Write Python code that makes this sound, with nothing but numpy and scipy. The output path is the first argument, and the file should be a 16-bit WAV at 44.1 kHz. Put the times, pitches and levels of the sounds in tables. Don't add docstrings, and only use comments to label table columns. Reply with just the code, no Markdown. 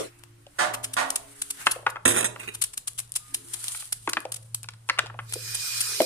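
import sys
import numpy as np
from scipy import signal
from scipy.fft import rfft, irfft
from scipy.io import wavfile
from scipy.ndimage import uniform_filter1d

SR = 44100
rng = np.random.default_rng(int(sys.argv[2]) if len(sys.argv) > 2 else 0)


def master(y):
    cut = np.clip(np.atleast_2d(y).T, -1, 1)
    pcm = np.round(cut * 32767)
    wavfile.write(sys.argv[1], SR, pcm.astype(np.int16))


def gain_from_db(level_db):
    decades = np.asarray(level_db, float) / 20
    return 10 ** decades


N = 266805

# start_s, peak_db, length_ms, left_over_right_db
LEAVES = [(0.189, -44.5, 5.3, 3), (0.9362, -18, 5.3, 1), (1.1032, -12.5, 2.7, 1.5), (1.1581, -10, 4.3, 1),
          (1.4185, -13, 4.5, 1), (1.505, -14, 5.7, 0.5), (1.7133, -12, 7, 1.5), (2.618, -11, 7.7, 6),
          (2.6396, -13.5, 5.4, -2.5), (2.7755, -15.5, 5, 0), (2.8759, -16, 6.8, 2.5),
          (2.9856, -15, 11, 2.5), (3.1584, -12, 10.1, 2.5), (3.3437, -12.5, 5.9, -0.5),
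          (3.5371, -16.5, 7.3, 8.5), (3.628, -30, 3.4, -2), (3.7715, -27, 4, -4), (3.7996, -29, 7.5, -6),
          (3.925, -13.5, 4.3, 0), (4.3205, -18, 4.5, 1.5), (4.341, -20, 5, 5), (4.3613, -27, 6.7, -2.5),
          (4.4263, -42.5, 6.3, 4), (5.3359, -15, 4.15, 1.5), (5.5462, -13, 8.8, -1), (5.8066, -9.5, 9.1, 1)]
# start_s, peak_db, length_ms, body_over_snap_db
RIBS = [(0.7399, -26.5, 9.2, 3.5), (.833, -30, 8, -14), (0.842, -15.5, 8, -14), (1.662, -19.5, 12.4, -10),
        (1.8994, -31, 6.2, -9), (2.5395, -30, 6, -14), (2.548, -23, 6, -14), (2.7352, -27.5, 7.7, -15.5),
        (4.093, -19.5, 5, -8), (4.5456, -14, 3, -23), (5.2934, -35, 6.8, -16), (6.0164, -20.5, 3.9, -1)]
# start_s, peak_db, body_over_snap_db
SNAPS = [(0.2364, -41.5, 1.5), (2.6155, -20, -20), (2.639, -13, -38), (2.933, -36, -30), (2.978, -30, -30),
         (3.0015, -19, -15), (3.0761, -44, -30), (3.0936, -43, -30), (3.154, -22, -30), (3.1624, -15, -30),
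         (3.4847, -34, -30), (3.7202, -29, -25), (3.8549, -35, -25), (4.3195, -18, -25), (4.332, -33, -20),
         (3.1197, -21, -42), (3.1395, -28.5, -34), (3.605, -36, -20), (3.6421, -21, -15),
         (3.682, -10, -26.5), (3.875, -33, -30), (4.132, -26.5, 1.5), (4.2035, -30, -5), (4.6311, -26, -19),
         (4.6593, -44, -12), (4.706, -41, -7), (5.3243, -22, -15)]
# pitch_hz, level_db
FIZZ = [(400, -70), (1500, -30), (3000, -1.5), (6000, -2.5), (10000, 7), (16000, -16)]
# pitch_hz, level_db
SCRAPE = [(80, -54), (250, -8.5), (500, -14), (1300, -1.5), (2500, -5.5), (5000, -14.5)]
# start_s, peak_db, pitch_hz, tick_over_ring_db
DROPS = [(0.465, -40.5, 610, -11), (1.758, -30.5, 570, -32), (1.788, -41, 600, -32),
         (1.825, -40.5, 560, -26), (1.8652, -7, 1250, -30), (1.9565, -23, 1150, -30),
         (2.359, -30, 1220, -24), (3.746, -31, 1606, -9), (3.822, -39.5, 1320, -5), (4.251, -24, 640, -20),
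         (4.641, -38, 1247, -5.5), (4.686, -28.5, 2240, -8), (4.735, -46.5, 1490, -8),
         (4.888, -24.5, 1180, -9), (4.896, -7, 1650, -16), (4.986, -16.5, 1410, -11.5),
         (4.989, -11, 1750, -11.5), (5.059, -34.5, 900, -8), (5.14, -37, 780, -32),
         (5.189, -21.5, 1390, -28.5),
         (1.8625, -20, 1000, -30), (1.875, -23, 1800, -30), (1.891, -27, 1200, -30),
           (1.671, -14, 1500, -30), (1.965, -25, 1200, -35), (4.089, -24, 1600, -30),
           (4.172, -20, 1500, -30), (4.901, -20, 2200, -30), (4.996, -24, 1200, -25), (5.066, -42, 2500, 0),
           (5.198, -30, 1700, -30)]
# start_s, peak_db, pitch_hz, tick_over_ring_db, thump_over_ring_db
CHUNKS = [
    (1.667, -5.5, 1600, -13.5, -19),
    (4.074, -15, 1300, -20, -3),
    (4.1315, -22, 1800, -3, -12),
    (4.168, -9, 1700, -32, -6),
    (4.976, -29.5, 1607, -24, -14),
    (5.034, -40, 428, -25, -12),
    (5.098, -30.5, 1300, -37, -17),
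    (5.355, -31, 450, -25, -16),
    (6.002, -7, 550, -22, -8),
]
# pitch_hz, level_db
BOWL = [(250, -13.5), (500, -0.5), (1000, 3), (1500, 4), (2200, 4), (3200, 2), (4500, -24.5)]
# pitch_hz, level_db
TICK = [(1200, -50), (2500, 6), (5000, -2), (9000, -11), (14000, -27.5)]
# peak_s, fade_20_db_s, fizz_db, scrape_over_fizz_db
STROKES = [(0, 0.12, -50.5, 4.5), (.2, .5, -63.5, 0), (.6, 0.13, -50.5, -7.5), (1.1, 0.5, -52.5, 2.5),
           (1.45, 0.43, -46, -19), (1.615, .06, -50.5, 11.5), (1.685, 0.14, -41.5, -9),
           (1.892, 0.03, -71.5, 25), (2.44, 0.14, -66, 20), (2.6, 0.35, -51, -23), (2.95, .2, -50, -40),
           (3.34, .35, -47.5, -9.5), (3.55, 0.12, -41, -12), (3.645, .09, -39, -16), (3.69, .09, -38, -20),
           (3.77, .2, -35, -16), (4.11, .16, -44.5, -40), (4.5, 0.7, -58, -20), (4.9, 0.2, -60.5, -8),
           (5.25, 0.2, -57.5, -6)]
# start_s, level_db, rattle_s, thud_over_ring_db, brightness_db_per_octave
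CLATTER = [
    (2.053, -23, 0.014, 2, -1.5),
    (2.077, -29, 0.022, 7, 2),
    (2.104, -34, .03, 7, 1),
    (2.14, -38, .03, 6, -1),
    (2.161, -33, 0.024, 7, -2.5),
    (2.18, -33.5, .026, 6, 1),
    (2.204, -37, 0.014, 6, -1),
    (2.226, -44, .012, 9, -5),
    (2.243, -29, .02, 0, 1.5),
]
# pitch_hz, level_db, fade_60_db_s
PAN = [(1927, 3, 0.06), (2530, -2, .05), (2700, 5, 0.07), (3750, -3, 0.06), (3950, 3, 0.045),
       (5600, -8, 0.15), (6503, -1, 0.2), (7000, -4, .15), (7720, 4, 0.23), (8600, -2, 0.15),
       (9114, 3, .14), (9590, -1, 0.08), (10300, -2, .15), (10900, -3, 0.17)]
# pitch_hz, level_db
THUD = [(71, -29), (370, -4.5), (1400, -10), (3900, -11.5), (4700, -23), (9400, -5.5), (14700, -23.5),
        (16000, -42.5)]
# start_s, level_db, rattle_s, thud_over_ring_db
SETTLING = [
    (2.394, -42, .025, -3),
    (2.43, -49, .015, -4),
    (2.475, -39, .006, -10),
    (2.485, -39, .01, -9),
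]
# pitch_hz, level_db, fade_60_db_s
RIM = [(420, -7, .06), (2530, 2, .05), (2720, 2, .08), (3850, -8, .05), (6500, -17, .08), (9000, -13, .06)]
# start_s, level_db, rattle_s
KNOCKS = [
    (0.5855, -30, 0.065),
    (0.9665, -31, 0.05),
]
# pitch_hz, level_db, fade_60_db_s
CUPBOARD = [(280, -5.5, 1.0), (424, 7, 2.9), (761, 21, 0.28), (1040, -10.5, 1.1), (1216, 20, 0.47),
            (1561, -16, 0.35), (1477, 22, 0.73), (1740, -6, 1.1), (1900, 21, 0.54), (2630, 7, 0.27),
            (2760, -0.5, 1), (3526, -15, 0.95), (3736, -6.5, 1.4), (4500, 8, 0.11)]
# pitch_hz, level_db
KNOCK_AIR = [(150, -40), (450, -30), (660, -5), (1300, -7), (1950, -6), (2500, -13), (5000, -20),
             (9580, -22), (15500, -45)]
# start_s, length_s, pitch_hz
RINGS = [(0, .56, 293), (0, .45, 349), (.72, .26, 262), (.99, .14, 272), (1., .6, 415), (1.15, .45, 282),
         (3.18, .16, 1225), (3.29, .07, 275), (3.31, .08, 349), (3.36, .09, 425), (3.42, .09, 340),
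         (3.385, .05, 265)]
RINGS_DB = [-58, -69, -57, -47, -61, -57, -58, -57, -60, -57, -60, -57]
# time_s, flow_db, gurgle_over_flow_db
FLOW = [
    (5.24, -69, -10),
    (5.308, -47.5, 3),
    (5.448, -39.5, -6),
    (5.724, -32.5, -18),
    (6.05, -33.5, 6),
]
# pitch_hz, level_db
SPRAY = [(200, -56), (806, -25), (1600, -13), (2380, -21), (2860, -13.5), (5500, -10), (14600, -15.5),
         (16000, -49.5)]
# pitch_hz, width_hz, level_db
SINK = [(2450, 40, 4), (4020, 56, 0), (4350, 65, 0), (4810, 74, 2.5), (4960, 133, 2), (5410, 54, 4),
        (5560, 11, -7)]
# peak_s, half_length_s, level_db, pitch_hz
HUM = [(0, .15, -55, 119), (.32, 0.23, -56, 112), (0.818, .28, -50, 114.5), (1.3, 0.21, -61, 118),
       (1.863, 0.29, -54.5, 115), (2.122, 0.088, -40, 113), (2.27, 0.11, -47.5, 120.5),
       (2.499, 0.24, -53, 111.5), (3.018, 0.19, -55, 116), (3.5, .45, -57.5, 115),
       (4.027, 0.18, -53.5, 114), (4.598, 0.43, -47.5, 113.5), (5.1, 0.19, -48, 114),
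       (5.377, 0.3, -45.5, 113.5), (5.835, .17, -52.5, 114)]
# pitch_hz, level_db
OPENING = [(35, -40), (250, -5), (593, 3), (903, -17.5), (2190, -11), (9790, -21), (14600, -30),
           (16000, -90)]
# pitch_hz, level_db
FLOOR = [(12, -29), (20, 55.5), (65, -47), (120, -12), (190, -25), (600, -27), (9950, -40.5), (16000, -48)]
# pitch_hz, likeness
SAME = [(60, .995), (130, .97), (290, .25), (640, -.35), (1400, .15), (3100, 0)]
# pitch_hz, fade_60_db_s
KITCHEN = [(150, 0.58), (500, 0.65), (1500, 0.34), (4000, 0.3), (10000, 0.23)]
# pitch_hz, level_db
PORTS = [(4000, 0), (9000, 1), (13000, -3)]
# pitch_hz, level_db
ROLL_OFF = [(15050, 0), (15350, -22), (16500, -30)]


def evened(x):
    return x / np.sqrt(np.mean(x ** 2) + 1e-20)


def read(points, hz):
    f, value = np.transpose(points)
    return np.interp(np.log(hz + 1), np.log(f + 1), value)


def coloured(x, points):
    n = x.shape[-1]
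    return irfft(rfft(x) * gain_from_db(read(points, np.fft.rfftfreq(n, 1 / SR))), n)


def resonate(x, hz, width):
    turn = np.exp(2j * np.pi * np.cumsum(hz * np.ones(x.shape[-1])) / SR)
    r = np.exp(-np.pi * width / SR)
    return 2 * (turn * signal.lfilter([1 - r], [1, -r], x / turn)).real


def add(mix, s, sound, pan_db, lag_ms):
    for port, side in enumerate((.5, -.5)):
        first = max(round((s + side * lag_ms / 1000) * SR), 0)
        part = mix[port, first:][:len(sound)]
        part += gain_from_db(side * pan_db) * sound[:len(part)]


def diffuse(points, patchy_db):
    hz = np.fft.rfftfreq(1024, 1 / SR)
    a, b, c, d, patches = rng.standard_normal((N // 256 + 5, 513, 5)).T
    patches = uniform_filter1d(uniform_filter1d(patches, size=10, axis=0), size=10, axis=1)
    level = gain_from_db(read(points, hz)[:, None] + patchy_db * evened(patches))
    same = np.clip(read(SAME, hz), -1, 1)[:, None]
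    left = a + 1j * b
    right = same * left + np.sqrt(1 - same ** 2) * (c + 1j * d)
    noise = signal.istft(np.array([left, right]) * level, nperseg=1024, noverlap=768)[1]
    return evened(noise[:, :N])


def grains(n, per_s, spread_db):
    size = gain_from_db(spread_db * np.minimum(rng.exponential(1, n), 4)) * rng.standard_normal(n)
    return evened(size * (rng.random(n) < per_s / SR))


def crunches():
    out, t = np.zeros((2, N)), np.arange(3000) / SR - .008
    leaf_body_db, rib_pan_db, snap_ms, snap_pan_db = -21, 1, .6, 3
    rows = [(s, db, ms, leaf_body_db, pan_db) for s, db, ms, pan_db in LEAVES]
    rows += [(*row, rib_pan_db) for row in RIBS]
    rows += [(s, db + 1, snap_ms, body_db, snap_pan_db) for s, db, body_db in SNAPS]
    for s, db, ms, body_db, pan_db in rows:
        u = t / (ms / 1000)
        swell = np.exp(-((u - .3) / 0.6) ** 2)
        tail = 0.22 * np.tanh(3 * u) * np.exp(-t / (0.004 + 0.0013 * ms))
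        shape = np.where(u < .3, swell, np.exp(-abs(u - .3) ** 2.4) + tail)
        for share, lag_ms, turn_db in ((1, -.18, 0), (.65, -.4, 6), (.65, .1, -6)):
            cracks = grains(3000, 9000, 2.8) * shape
            snap, body = coloured(cracks, FIZZ), coloured(cracks, SCRAPE)
            sound = (snap + gain_from_db(body_db + 16.5) * body) / abs(snap).max()
            add(out, s - .0075, share * gain_from_db(db - 1.5) * sound, pan_db + turn_db, lag_ms)
    return out


def drops():
    out, t = np.zeros((2, N)), np.arange(6000) / SR
    light_thump_db = -26
    hollow_hz, hollow_s, hollow_db = (520, 610), .13, -7
    steep = signal.butter(4, 250, 'high', fs=SR, output='sos')
    rows = [(*row, light_thump_db) for row in DROPS] + CHUNKS
    for s, db, hz, tick_db, thump_db in rows:
        t60 = .033 * (1000 / hz) ** .6
        f = np.geomspace(200, 4400, num=36)[:, None] * rng.uniform(.95, 1.05, (36, 1))
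        scatter_db = 1.5 * rng.standard_normal(f.shape)
        octaves = .7 * (hz / 1500) ** .8
        wall = gain_from_db(-6 * (np.log2(f / hz) / octaves) ** 2)
        broad_tap = gain_from_db(-10 - 8 * np.log2(f / 2100) ** 2 - 60 * t / 0.025)
        rim = gain_from_db(-15 - 12 * np.log2(f / 3000) ** 2)
        wall = wall + min(hz / 1100, 1) ** 2 * (broad_tap + rim)
        base = gain_from_db(thump_db + 6.0 - 7.9 * (np.log2(f / 320) / 0.55) ** 2)
        late = np.maximum(t - .003 * rng.random(f.shape) ** 4, 0)
        decay = gain_from_db(-60 * late * (f / hz) ** 0.61 / t60) * (1 - np.exp(-late * f * 2))
        sign = np.sign(rng.random(f.shape) - .3 * (f < 1000))
        modes = sign * gain_from_db(read(BOWL, f) + scatter_db) * np.sin(2 * np.pi * f * late) * decay
        soft_start = np.tanh(t / .002)
        ring = signal.sosfilt(steep, (wall * modes).sum(0)) + (base * modes).sum(0) * soft_start
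        hollow = sum(np.sin(2 * np.pi * pair_hz * rng.uniform(.92, 1.08) * t) for pair_hz in hollow_hz)
        off_pitch = abs(np.log2(hz / hollow_hz[0]))
        hollow = gain_from_db(hollow_db - 13 * off_pitch - 60 * t / hollow_s) * hollow * soft_start / 2
        ring = ring / abs(ring).max() + hollow
        flick = np.exp(-t / .002) * np.tanh(t / .0005) + .04 * np.exp(-t / .01)
        tick = coloured(rng.standard_normal(6000) * flick, TICK) * np.exp(-t / 0.032)
        sound = ring / abs(ring).max() + gain_from_db(tick_db + 12.5) * tick / abs(tick).max()
        add(out, s + 0.0012, gain_from_db(db) * sound, 1.5, -.1)
    return out


def rubbing():
    s, fade, fizz_db, scrape_db = np.transpose(STROKES)[:, :, None]
    stroke = gain_from_db(fizz_db - 20 * abs(np.arange(N) / SR - s) / fade)
    crackle = evened(coloured(np.array([grains(N, 3600, 1.7), grains(N, 3000, 4.3)]), FIZZ))
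    grip = evened(uniform_filter1d(uniform_filter1d(rng.standard_normal(N), size=700), size=700))
    fizz = (0.43 * diffuse(FIZZ, 2) + 0.29 * crackle) * gain_from_db(2.5 * grip)
    scrape = diffuse(SCRAPE, 2.5)
    return stroke.sum(0) * fizz + (stroke * gain_from_db(scrape_db)).sum(0) * scrape


def rattle(length, rise, modes, longest, air, air_db):
    t, head = np.arange(SR) / SR, SR // 30
    burst = grains(SR, 6000, 0.97) * np.exp(-(t / length) ** 2) * np.tanh(t / rise)
    twins = rng.normal(1, .008, (len(modes), 4))
    ring = 0
    for (hz, db, t60), twin in zip(modes, twins):
        tones = np.sin(2 * np.pi * hz * twin[:, None] * t).sum(0)
        ring = ring + gain_from_db(db - 60 * t / min(t60, longest)) * tones
    ring = signal.fftconvolve(burst, ring)[:SR]
    ring = coloured(ring, [(60, -35), (140, 0)]) * (1 - t) ** 4
    puff = coloured(burst, air) * (1 - t) ** 4
    return ring / ring[:head].std() + gain_from_db(air_db) * puff / puff[:head].std()


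def pan():
    out, t = np.zeros((2, N)), np.arange(SR // 4) / SR
    damped = .11
    for s, db, length, thud_db, tilt_db in CLATTER:
        struck = [(hz, mode_db + tilt_db * np.log2(hz / 4000), t60) for hz, mode_db, t60 in PAN]
        air = [(hz, air_db + 0.6 * tilt_db * np.log2(max(hz, 1000) / 4000)) for hz, air_db in THUD]
        add(out, s, gain_from_db(db) * rattle(length, .0012, struck, damped, air, thud_db), -5.0, .6)
    for s, db, length, thud_db in SETTLING:
        add(out, s, gain_from_db(db) * rattle(length, .002, RIM, .08, THUD, thud_db), -5.0, .6)
    counter = ((84.6, -31.5, 0.15), (260.5, -21.5, 0.11), (349, -23.5, 0.14))  # pitch_hz, level_db, fade_60_db_s
    bump = sum(gain_from_db(db - 60 * t / t60) * np.sin(2 * np.pi * hz * t) for hz, db, t60 in counter)
    add(out, CLATTER[0][0], bump * np.tanh(t / 0.0045), -1.0, .2)
    return out


def cupboard():
    out = np.zeros((2, N))
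    for s, db, length in KNOCKS:
        add(out, s, gain_from_db(db) * rattle(length, 0.0012, CUPBOARD, 0.32, KNOCK_AIR, 10.0), -4.0, .6)
    for (s, length, hz), db in zip(RINGS, RINGS_DB):
        t = np.arange(round(length * SR)) / SR
        wobble = gain_from_db(3 * np.sin(2 * np.pi * (9 * t + rng.random())))
        tone = np.sin(2 * np.pi * hz * t) * signal.windows.tukey(len(t), .3)
        add(out, s, gain_from_db(db) * wobble * tone, -1.5, .4)
    return out


def tap():
    s, flow_db, gurgle_db = np.transpose(FLOW)
    t = np.arange(N) / SR
    drum = np.array([grains(N, 5000, 6.0), grains(N, 5000, 1.2)])
    steel = evened(sum(gain_from_db(db) * evened(resonate(drum, hz, width)) for hz, width, db in SINK))
    gurgle = evened(resonate(resonate(drum, 413, 162), 412, 131))
    gurgle = gurgle * gain_from_db(np.interp(t, s, gurgle_db) - 18.5)
    flow = gain_from_db(np.interp(t, s, flow_db)) * np.clip((t - s[0]) / 0.022, 0, 1)
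    return flow * (diffuse(SPRAY, 3.1) + gain_from_db(-4.0) * steel + gurgle) * gain_from_db([[-1], [1.5]])


def hum():
    s, half, db, hz = np.transpose(HUM)[:, :, None]
    t = np.arange(N) / SR
    pitch = np.interp(t, s[:, 0], hz[:, 0])
    swell = (gain_from_db(db) * np.cos(np.pi / 2 * np.clip((t - s) / half, -1, 1))).sum(0)
    tone = np.sqrt(2) * np.sin(2 * np.pi * np.cumsum(pitch) / SR)
    fuzz = evened(resonate(resonate(rng.standard_normal(N), pitch, 37.9), pitch, 35))
    return swell * (tone + .3 * fuzz)


def opening():
    t = np.arange(N) / SR
    cut = 1 + np.exp(np.minimum((t - .09) / 0.0091, 50))
    return gain_from_db(-30.5 - 170 * t) * diffuse(OPENING, 4.0) / cut


def room(x):
    hz, t, z = signal.stft(rng.standard_normal((2, SR)), SR, nperseg=256)
    tail = signal.istft(z * gain_from_db(-60 * t / read(KITCHEN, hz)[:, None]), SR, nperseg=256)[1]
    tail = tail * np.clip(np.arange(tail.shape[1]) / SR / 0.0017 - .5, 0, 1)
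    return signal.fftconvolve(x, tail / np.linalg.norm(tail[0]), axes=1)[:, :N]


def scene():
    near, far, steel = crunches() + drops(), cupboard(), pan()
    wet = room(gain_from_db(-14.5) * near + gain_from_db(-4.5) * far + gain_from_db(-11.0) * steel)
    direct = near + gain_from_db(-5.5) * far + steel
    background = tap() + hum() + opening() + gain_from_db(-62) * diffuse(FLOOR, 1.5)
    return direct + wet + rubbing() + background


def band_limit(x):
    return signal.sosfilt(signal.butter(12, 16500, fs=SR, output="sos"), x)


def record(dry):
    bright = dry + 0.65 * resonate(dry, 8780, 1620)
    bright = np.array([coloured(bright[0], PORTS), bright[1]])
    mix = coloured(np.tanh(bright), ROLL_OFF)
    return band_limit(mix)


dry = scene()
out = record(dry)
master(out)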